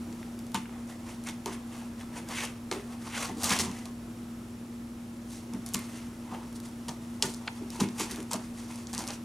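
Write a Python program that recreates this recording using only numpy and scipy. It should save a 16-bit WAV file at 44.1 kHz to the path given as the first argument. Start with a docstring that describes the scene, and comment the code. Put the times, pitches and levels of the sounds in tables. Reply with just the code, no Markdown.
"""An appliance hums and air hisses throughout a quiet room; a puppy's leaning body faintly rustles on a box.
First ticks, then a knock at about half a second: claws and teeth crack on the cardboard and ring its panels,
while fur, pads and nose rub it in noisy strokes and skids. From 3.3 s the base also rumbles in jerks on carpet.
A lull from about 4 to 5.3 s precedes more rubbing, skids and knocks, with the loudest tick near 7.2 s.
Ticks are filtered noise bursts, knocks decaying modes, rubbing and jerks shaped noise, the hum steady sines."""
import sys
import numpy as np
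from scipy import signal
from scipy.fft import rfft, irfft, next_fast_len
from scipy.io import wavfile
from scipy.ndimage import uniform_filter1d

SR = 44100
rng = np.random.default_rng(int(sys.argv[2]) if len(sys.argv) > 2 else 0)


def output_pcm(signal):
    """Save a mono or channel-first signal as 16-bit PCM at the path in sys.argv[1].

    Samples are clipped to [-1, 1] before scaling.
    """
    pcm = np.clip(np.atleast_2d(signal).T, -1, 1) * 32767
    wavfile.write(sys.argv[1], SR, np.round(pcm).astype(np.int16))


def magnitude_from_level(level_db):
    """Linear magnitude for a level in decibels (20 dB per decade)."""
    exponent = np.asarray(level_db, float) / 20
    return 10 ** exponent


N = 407484
T = np.arange(N) / SR
GRID = 32  # samples between envelope points


def colour(x, points):
    """Linear filtering: a gain curve through (frequency [Hz], gain [dB]) points shapes the spectrum."""
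    hz, db = np.transpose(points)
    f = np.maximum(np.arange(len(x) // 2 + 1) * SR / len(x), 1)
    gain = magnitude_from_level(np.interp(np.log(f), np.log(hz), db))
    return irfft(rfft(x) * gain, len(x))


def resonate(x, peaks):
    """Resonance: lifts bell-shaped peaks given as (frequency [Hz], width [Hz], gain [dB])."""
    f = np.arange(N // 2 + 1) * SR / N
    lift_db = sum(db * np.exp(-((f - hz) / width) ** 2) for hz, width, db in peaks)
    return irfft(rfft(x) * magnitude_from_level(lift_db), N)


def band(x, lo_hz, hi_hz):
    """Band limiting by a Butterworth filter."""
    sos = signal.butter(2, [lo_hz, min(hi_hz, 0.45 * SR)], "band", fs=SR, output="sos")
    return signal.sosfilt(sos, x)


def unit(x):
    """Normalisation to an rms of 1."""
    return x / np.sqrt(np.mean(x ** 2))


def walk(rate):
    """Random modulation: noise held for 1/rate seconds and smoothed twice, rms 1."""
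    hold = int(SR / rate)
    steps = np.repeat(rng.standard_normal(N // hold + 1), hold)
    smooth = uniform_filter1d(uniform_filter1d(steps, hold), hold)
    return unit(smooth[:N])


def add(out, s, x):
    """Superposition of a short sound at time s."""
    i = int(s * SR)
    out[i:i + len(x)] += x[:N - i]


def swell(s, rise_s, fall_s, roundness, levels_db):
    """Energy summation of events that are 20 dB down rise_s before and fall_s after their peak."""
    t = T[::GRID] - s[:, None]
    distance = np.where(t < 0, -t / np.reshape(rise_s, (-1, 1)), t / fall_s[:, None])
    return magnitude_from_level(2 * np.asarray(levels_db)) @ magnitude_from_level(-2 * 20 * distance ** roundness)


def stroke_power(s, length, levels_db):
    """Energy envelope of a stroke, which swells for somewhat less of its length than it fades."""
    rise_share = 0.44
    roundness = 1.3  # 1 = pointed top, 2 = round
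    return swell(s, rise_share * length, (1 - rise_share) * length, roundness, levels_db)


# appliance and mains hum: (frequency [Hz], rms level [dB], rms waver [dB])
HUM_TONES = [(100.97, -58.5, .5), (120.02, -54.5, .3), (236.15, -42.1, .3), (239.94, -60.7, .3)]
# two motors at nearly the same speed:
# (slow frequency [Hz], fast frequency [Hz], rms level of each [dB], a silent moment [s])
MOTOR_BEAT = (56.6, 59.035, -62, .125)


def hum():
    """Beating of two close tones makes a low throb under steady motor tones."""
    slow_hz, fast_hz, beat_db, silent_s = MOTOR_BEAT
    t = T - silent_s
    total = magnitude_from_level(beat_db) * (np.sin(2 * np.pi * fast_hz * t) - np.sin(2 * np.pi * slow_hz * t))
    for hz, db, waver_db in HUM_TONES:
        total = total + magnitude_from_level(db + waver_db * walk(1.2)) * np.sin(2 * np.pi * hz * T)
    return np.sqrt(2) * total  # from rms to peak


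# spectrum of the air noise: (frequency [Hz], relative level per Hz [dB])
AIR_SPECTRUM = [(12, -56), (20, -17), (108, -18.5), (174, -10.5), (211, -10.5), (236, -4.5), (288, -16.5),
                (414, -18.5), (1170, -28.5), (1310, -26.5), (1510, -31), (4140, -37.5), (10700, -39.5),
                (15000, -46), (16400, -62)]
# faint resonances in it: (frequency [Hz], width [Hz], gain [dB])
AIR_PEAKS = [(88, 17, 9), (325.3, 41, 8.5), (1300, 40, 2.5), (5630, 180, 5), (7300, 250, 4),
             (10700, 260, 2.5)]
AIR_DB = -54  # mean level, relative to an rms of 1 between 513 Hz and 15 kHz


def air():
    """Broadband random noise: ventilation rumble and microphone hiss, with a slowly wandering level."""
    x = resonate(colour(rng.standard_normal(N), AIR_SPECTRUM), AIR_PEAKS)
    return x * magnitude_from_level(AIR_DB + 0.54 * walk(2.02)) / np.std(band(x, 513, 15000))


# fur, pads and nose brush along the board, swelling and fading:
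# (peak time [s], length [s], hiss level [dB], rasp level [dB], drone level [dB])
STROKES = [(0.747, 0.22, -72, -60, -55), (0.902, 0.12, -50, -56.5, -54), (1.093, .14, -47.5, -51.5, -49),
           (1.284, 0.092, -39, -43.5, -46), (1.535, 0.093, -45.5, -48.5, -50),
           (1.756, 0.22, -49, -52.5, -49), (1.83, 0.16, -56, -59, -53), (2.013, 0.089, -53, -52.5, -51),
           (2.168, .14, -46, -48.5, -46.5), (2.316, 0.14, -41, -45, -43), (2.39, 0.21, -36.5, -37, -50),
           (2.429, 0.11, -37.5, -41, -40), (2.918, .18, -52, -57, -50), (3.076, 0.27, -48, -52, -50.5),
           (3.169, 0.19, -37.5, -38, -46.5), (3.23, 0.17, -35.5, -40.5, -40.5),
           (3.424, 0.2, -39.5, -51, -43.5), (3.521, .13, -27.5, -33, -32.5), (3.562, 0.12, -36, -39, -50),
           (3.657, 0.16, -43, -45, -45.5), (3.767, 0.24, -47.5, -51, -52), (3.862, 0.09, -49, -54, -50),
           (5.344, 0.2, -46, -59, -60), (5.545, .1, -54, -55, -53), (5.793, 0.32, -47.5, -51.5, -53),
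           (5.975, 0.33, -51.5, -54.5, -60), (6.335, 0.17, -55.5, -52.5, -44.5),
           (6.43, 0.11, -56, -60, -51), (6.562, 0.047, -47, -68, -66), (6.656, 0.09, -49, -58, -62),
           (7.317, 0.25, -50.5, -66, -62), (7.571, 0.094, -52, -60, -61), (7.768, 0.24, -45.5, -53.5, -53),
           (7.96, 0.11, -53, -61, -52), (8.013, .08, -30, -40.5, -41), (8.037, 0.056, -34, -45, -44),
           (8.121, 0.11, -40, -51, -53), (8.183, .1, -46.5, -54, -48.5), (8.433, 0.22, -53, -65, -66),
           (8.601, 0.15, -48, -56, -53), (8.711, 0.15, -49.5, -57, -51), (8.782, 0.18, -47.5, -56, -57),
           (8.895, 0.061, -48.5, -54, -54), (9.099, 0.078, -45, -46, -41.5),
           (9.138, 0.076, -44.5, -51.5, -61)]
# a paw or tooth slips suddenly and skids to rest:
# (peak time [s], time to fade 20 dB [s], hiss level [dB], rasp level [dB], drone level [dB])
SKIDS = [(0.547, 0.06, -35.5, -37.5, -41), (1.462, 0.14, -46, -47, -42.5), (2.715, 0.11, -39, -40.5, -39.5),
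         (3.436, 0.22, -32.5, -38, -39), (3.592, 0.0549, -26.5, -36.5, -39), (5.666, 0.05, -43, -54, -52),
         (5.747, 0.0338, -30, -40, -38), (6.885, 0.06, -39.5, -47, -40), (7.226, .08, -31, -42, -37.5),
         (7.477, 0.03, -54, -48, -38), (7.802, 0.0741, -32, -35.5, -34.5), (7.984, 0.17, -42, -48, -45),
         (8.097, 0.17, -46, -49, -50), (8.311, 0.08, -40, -49, -40), (8.332, 0.11, -41, -45, -42),
         (8.932, 0.16, -44, -48, -46), (8.988, 0.14, -40, -48, -42), (9.01, 0.16, -48, -54, -50)]
SKID_ATTACK_S, SKID_ROUNDNESS = 0.0061, 1.08
# faint steady rustle of the leaning body: (time [s], hiss level [dB])
LEAN = [(0, -60.5), (.55, -65), (.8, -62), (3.9, -66.5), (5.2, -64.5), (6.4, -62), (6.8, -63), (7.6, -57.5),
        (8.3, -61), (9.24, -61.5)]
LEAN_RASP_DB, LEAN_DRONE_DB = -4.5, -0.5  # against the hiss


def contact():
    """Sliding contact: energies of strokes, skids and leaning add to levels [dB] of hiss, rasp and drone."""
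    s, length, *levels_db = np.transpose(STROKES)
    power = stroke_power(s, length, levels_db)
    s, fall_s, *levels_db = np.transpose(SKIDS)
    power = power + swell(s, SKID_ATTACK_S, fall_s, SKID_ROUNDNESS, levels_db)
    lean_hiss_db = np.interp(T[::GRID], *np.transpose(LEAN))
    lean_db = lean_hiss_db + np.array([[0], [LEAN_RASP_DB], [LEAN_DRONE_DB]])
    return [np.interp(T, T[::GRID], 10 * np.log10(p)) for p in power + magnitude_from_level(2 * lean_db)]


def patchy(x, points, patchy_db, rate):
    """Independent band modulation: each third of an octave swells and fades on its own; rms 1."""
    lowest_hz, highest_hz = points[0][0], points[-1][0]
    edges = lowest_hz * 2 ** np.arange(0, np.log2(highest_hz / lowest_hz) + 1 / 3, 1 / 3)
    spectrum = rfft(colour(x, points))
    f = np.arange(N // 2 + 1) * SR / N
    total = np.zeros(N)
    for lo, hi in zip(edges, edges[1:]):
        total += irfft(spectrum * ((f >= lo) & (f < hi)), N) * magnitude_from_level(patchy_db * walk(rate))
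    return unit(total)


# flutes of the board that colour all rubbing: (frequency [Hz], width [Hz], gain [dB])
FLUTES = [(940, 97, 2), (1136, 98, 3.5), (2050, 150, 0.5), (2480, 130, 1), (4700, 75, 3.5), (5830, 460, 3),
          (9100, 1900, 0)]
# spectra of hiss (before its split into two bands), rasp and drone:
# each (frequency [Hz], relative level per Hz [dB])
HISS = [(2060, -7), (3500, -9.5), (4430, -6.5), (5130, -6.5), (6400, -2.5), (9030, 5), (12900, -18.5),
        (14900, -18), (16000, -56)]
RASP = [(820, -12), (1400, -2.5), (1660, -2), (2120, 0), (2350, -4), (2550, -2), (3500, -6), (4550, -16),
        (7700, -120)]
DRONE = [(260, -46), (450, -4.5), (613, -6), (788, -1), (863, -3), (926, -2), (1400, -11), (1820, -17),
         (3080, -120)]
CRACKLE_PER_S, CRACKLE_DB = 500, -10  # snapping fibres: mean rate, and rms level against the hiss


def rubbing():
    """Stick-slip friction: fibres catch and let go in grains, as bright hiss, papery rasp and board drone."""
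    hiss_db, rasp_db, drone_db = contact()
    grains = rng.standard_normal((3, N)) * magnitude_from_level(2.3 * rng.exponential(size=(3, N)))
    grains *= magnitude_from_level(1.7 * walk(220))  # the grip stutters every few milliseconds
    grains = [resonate(g, FLUTES) for g in grains]

    hiss = patchy(grains[0], HISS, 0.94, 70)
    lower_band = unit(band(hiss, 3100, 7450))
    upper_band = unit(band(hiss, 8960, 16300))
    # light strokes are thinner: the softer the hiss, the stronger its upper band against the lower
    upper = magnitude_from_level(-2 - 0.085 * (hiss_db + 43.5))
    hiss = (lower_band + upper * upper_band) / np.sqrt(1 + upper ** 2)
    snaps = (rng.uniform(size=N) < CRACKLE_PER_S / SR) * rng.standard_normal(N)
    hiss = hiss + magnitude_from_level(CRACKLE_DB) * unit(band(snaps, 2600, 9300))
    hiss = hiss * magnitude_from_level(1.3 * walk(45))

    rasp = patchy(grains[1], RASP, 2.3, 60)
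    drone = patchy(grains[2], DRONE, 2.3, 30)
    return hiss * magnitude_from_level(hiss_db) + rasp * magnitude_from_level(rasp_db) + drone * magnitude_from_level(drone_db)


ROOM_T60_S, ROOM_GAP_S = 0.31, 0.0068


def room(x):
    """Reverberation: a diffuse decaying noise tail after a short gap, duller as it dies."""
    t = T[:SR // 2]
    fade = np.exp(-np.log(1000) * t / ROOM_T60_S) * (t > ROOM_GAP_S)
    noise = rng.standard_normal(len(t))
    low = band(noise, 83, 5400)
    tail = fade * (low + (noise - low) * fade ** 0.67)  # the remainder fades faster
    return signal.fftconvolve(x, tail / np.sqrt(np.sum(tail ** 2)))[:N]


# claw and tooth ticks, before TICK_COLOUR:
# (time [s], peak level [dB], nominal low edge [Hz], nominal high edge [Hz])
CRACKS = [(.1272, -34.5, 2280, 8500), (.2295, -37, 1300, 3360), (0.391, -33, 4000, 11100),
          (.4672, -37, 4000, 11300), (0.519, -36, 3000, 11000), (.545, -17, 1600, 9550),
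          (0.5606, -24, 2100, 7100), (.656, -38, 1500, 2600), (0.694, -39.5, 990, 2600),
          (1.1016, -38, 1300, 8500), (1.2384, -35, 3800, 10300), (1.2715, -26, 2000, 9000),
          (1.2881, -22.5, 2200, 9200), (1.4595, -20, 2000, 9650), (2.2884, -27, 3500, 11000),
          (2.452, -22, 4220, 9400), (2.714, -16, 1970, 6470), (2.7261, -21.5, 2000, 6100),
          (3.2564, -24, 2690, 8000), (3.4339, -16, 4700, 11000), (3.443, -10, 3400, 11500),
          (3.494, -16, 4000, 10400), (3.5055, -15, 2500, 6560), (3.508, -14, 2500, 8900),
          (3.589, -13.5, 3200, 9000), (3.7144, -30, 3000, 9000), (3.856, -29, 2400, 10300),
          (5.5364, -29, 2400, 8650), (5.6627, -25.5, 5170, 11400), (5.689, -28, 4100, 11600),
          (5.737, -20, 5570, 12300), (5.743, -16, 3800, 10700), (5.7456, -11, 3370, 11400),
          (5.792, -30, 3000, 13000), (6.528, -36.5, 2600, 10100), (6.6016, -32, 3400, 10700),
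          (6.884, -22, 2400, 9000), (6.8923, -24.5, 3500, 6700), (7.2244, -6, 2800, 8900),
          (7.2269, -14.5, 3400, 8200), (7.2373, -27, 1600, 8800), (7.339, -28, 4400, 9500),
          (7.3454, -26.5, 4500, 9800), (7.477, -20.5, 1580, 5240), (7.48, -19.5, 1300, 2980),
          (7.7037, -28.5, 3720, 10400), (7.8054, -17, 3520, 9000), (7.808, -17.5, 2380, 7300),
          (7.8876, -30, 2800, 7100), (7.983, -34, 2300, 9900), (7.999, -18, 3000, 10000),
          (8.112, -23.5, 3900, 10700), (8.116, -27, 3920, 9800), (8.1598, -27, 2500, 9800),
          (8.314, -20.5, 4500, 8400), (8.3217, -22.5, 2500, 9000), (8.333, -15.5, 4130, 9800),
          (8.3402, -20.5, 3500, 8900), (8.2036, -30, 2500, 9700), (8.2283, -34.5, 5400, 11100),
          (8.7578, -30.5, 4000, 9500), (8.8708, -25.5, 4100, 7360), (8.9314, -24, 4400, 9550),
          (8.9361, -23, 4300, 9100), (8.941, -26, 2400, 8800), (8.9488, -19.5, 4420, 9100),
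          (8.979, -16.5, 4500, 8800), (8.991, -22.5, 4500, 8700), (9.0395, -29, 4100, 7800),
          (9.0702, -30, 4200, 9100), (9.077, -22, 4300, 9300), (9.087, -22.5, 4400, 8100),
          (9.1056, -23, 4070, 7300)]
# spectral colour of the ticks: (frequency [Hz], gain [dB])
TICK_COLOUR = [(20, 1), (9000, -0.5), (11500, 3.5), (13000, 2), (16000, -8), (22000, -40)]
CRACK_T60_S = 0.012  # of the noise burst before filtering


def cracks():
    """Impulsive excitation: each tick is a sharp edge and a brief splinter of noise, with a weaker bounce."""
    out, t = np.zeros(N), T[:SR // 20]
    noise = rng.standard_normal((len(CRACKS), len(t))) * np.exp(-np.log(1000) * t / CRACK_T60_S)
    noise[:, 0] = 5.5  # the sharp edge
    chance = rng.uniform(size=(len(CRACKS), 2))
    for (s, db, lo_hz, hi_hz), burst, (late, size) in zip(CRACKS, noise, chance):
        crack = band(burst, 0.86 * lo_hz, 0.98 * hi_hz)
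        crack = band(crack, 0.76 * lo_hz, 1.4 * hi_hz)
        crack = magnitude_from_level(db) * crack / np.max(np.abs(crack))
        add(out, s, crack)
        bounce_delay_s = 0.003 + 0.006 * late
        bounce_db = -17 + 6 * size
        add(out, s + bounce_delay_s, magnitude_from_level(bounce_db) * crack)
    return colour(out, TICK_COLOUR)


def ring(modes, chance, weight_db, push_s):
    """Modal decay of a struck part, peak 1; each blow detunes the modes a little."""
    t = T[:SR // 3]
    hz, db, t60 = (c[:, None] for c in np.transpose(modes))
    hz = hz * (1 + 0.012 * chance[0][:, None])
    phase = 0.94 * chance[1][:, None]
    decay = np.exp(-np.log(1000) * t / t60)
    y = np.sum(magnitude_from_level(db + weight_db) * decay * np.sin(2 * np.pi * hz * t + phase), axis=0)
    y *= 1 - np.exp(-t / push_s)  # soft onset
    return y / np.max(np.abs(y))


# knocks on the box: (time [s], panel peak level [dB], favoured panel frequency [Hz],
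# board peak level [dB], favoured board frequency [Hz])
THUMPS = [(.545, -28.5, 200, -24.5, 893), (1.27, -59, 293, -37, 1851), (1.459, -30.5, 390, -31, 895),
          (2.29, -39.5, 244, -37, 675), (2.714, -28.5, 370, -34, 900), (2.755, -33.5, 390, -49, 900),
          (3.294, -35, 294, -35, 800), (3.446, -38, 207, -31, 1211), (3.505, -24, 205, -25.5, 1073),
          (3.591, -35, 255, -33, 1900), (3.67, -31, 195, -40, 1044), (3.854, -48, 264, -42, 640),
          (5.536, -27.5, 220, -41, 794), (5.558, -32, 210, -44, 640), (5.744, -27.5, 214, -41, 901),
          (6.313, -37.5, 229, -35, 958), (6.885, -39, 140, -36, 968), (7.224, -31.5, 414, -49, 796),
          (7.239, -30.5, 156, -34, 1485), (7.275, -35.5, 480, -46, 640), (7.61, -33, 310, -49, 600),
          (7.806, -16.5, 215, -30, 1127), (7.85, -29, 240, -46, 686), (7.999, -26.5, 324, -31, 864),
          (8.113, -34, 264, -48, 820), (8.18, -35, 316, -43, 640), (8.339, -29.5, 232, -31, 624),
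          (8.93, -40, 177, -37, 740), (8.98, -34.5, 220, -40, 1030)]
# modes of the box panels and of the board: each (nominal frequency [Hz], relative level [dB], T60 [s])
PANELS = [(87.5, -6.5, 0.22), (141.4, -4.5, 0.16), (201.8, 0, 0.14), (255, -2.5, 0.12), (316, -4.5, 0.11),
          (372.2, -2, 0.13), (409, 0, 0.12), (468, -3, 0.061)]
BOARD = [(640, -5, 0.05), (764, -2, 0.047), (897, -0.5, 0.06), (1044, 1, 0.076), (1199, 4, 0.055),
         (1480, -1, 0.076), (1873, -8, 0.073), (2130, -23, .05), (2600, 8, 0.04)]


def thumps():
    """Position-dependent modal excitation: a knock rings mostly the panels and the board near the paw."""
    out = np.zeros(N)
    chance = rng.standard_normal((len(THUMPS), 2, len(BOARD)))
    panel_modes_hz = np.array(PANELS)[:, :1]
    board_modes_hz = np.array(BOARD)[:, :1]
    for (s, panel_db, panel_hz, board_db, board_hz), luck in zip(THUMPS, chance):
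        near_db = -17 * np.abs(np.log2(panel_modes_hz / panel_hz))  # loss per octave away
        add(out, s, magnitude_from_level(panel_db) * ring(PANELS, luck[:, -len(PANELS):], near_db, 0.011))
        near_db = -34 * np.abs(np.log2(board_modes_hz / board_hz))
        add(out, s, magnitude_from_level(board_db) * ring(BOARD, luck, near_db, 0.0031))
    return out


# the box base jerks over the carpet: (peak time [s], length [s], rumble level [dB])
JERKS = [(3.31, 0.079, -40), (3.375, 0.072, -37), (3.442, 0.1, -38.5), (3.61, .33, -37), (3.82, .25, -52),
         (7.818, .15, -39)]
# spectrum of the rumble: (frequency [Hz], relative level per Hz [dB])
RUMBLE = [(30, -14), (60, -18), (85, 3), (130, -13), (250, 1.5), (450, -9.5), (800, -53)]


def slide():
    """Friction noise: the box base drags on the pile and rumbles."""
    power = stroke_power(*np.transpose(JERKS))
    rumble = unit(colour(rng.standard_normal(N), RUMBLE))
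    return rumble * np.interp(T, T[::GRID], np.sqrt(power))


# side colour of the near sounds, before their trims: (frequency [Hz], gain [dB])
PUP_WIDTH = [(60, -33), (110, -30), (200, -20), (380, -22), (700, -14.5), (1290, -14.5), (2380, -14),
             (4400, -13), (8120, -14), (15000, -33)]
# side colour of the room air and hum: (frequency [Hz], side minus mid level [dB])
AIR_WIDTH = [(60, -39), (110, -36), (200, -39.5), (380, -14), (700, -6.5), (1290, -4.5), (2380, -3),
             (4400, -6), (8120, -8), (15000, -23)]
ROOM_DB = -11


def scene():
    """Mid-side stereo: close microphones differ in the diffuse sound and a slight phase lead."""
    tone = hum()
    ticks, body = cracks(), rubbing() + thumps() + slide()
    pup = ticks + body
    # ticks beam towards the microphones, so the walls get less of them
    echo = magnitude_from_level(ROOM_DB) * room(body + magnitude_from_level(-16) * ticks)
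    mid = pup + echo + tone + air()
    quadrature = np.imag(signal.hilbert(pup, next_fast_len(N)))[:N]
    near_side = colour(magnitude_from_level(-3.5) * room(pup) - magnitude_from_level(-6.0) * quadrature, PUP_WIDTH)
    side = near_side + colour(air() + tone, AIR_WIDTH)
    return np.array([mid + side, mid - side])


def roll_off(x):
    """The treble ends steeply here."""
    return signal.sosfilt(signal.butter(12, 16520, fs=SR, output="sos"), x)


def record(dry):
    """Signal chain: passes on the finished stereo mix at unchanged gain."""
    return roll_off(dry)


dry = scene()
out = record(dry)
output_pcm(out)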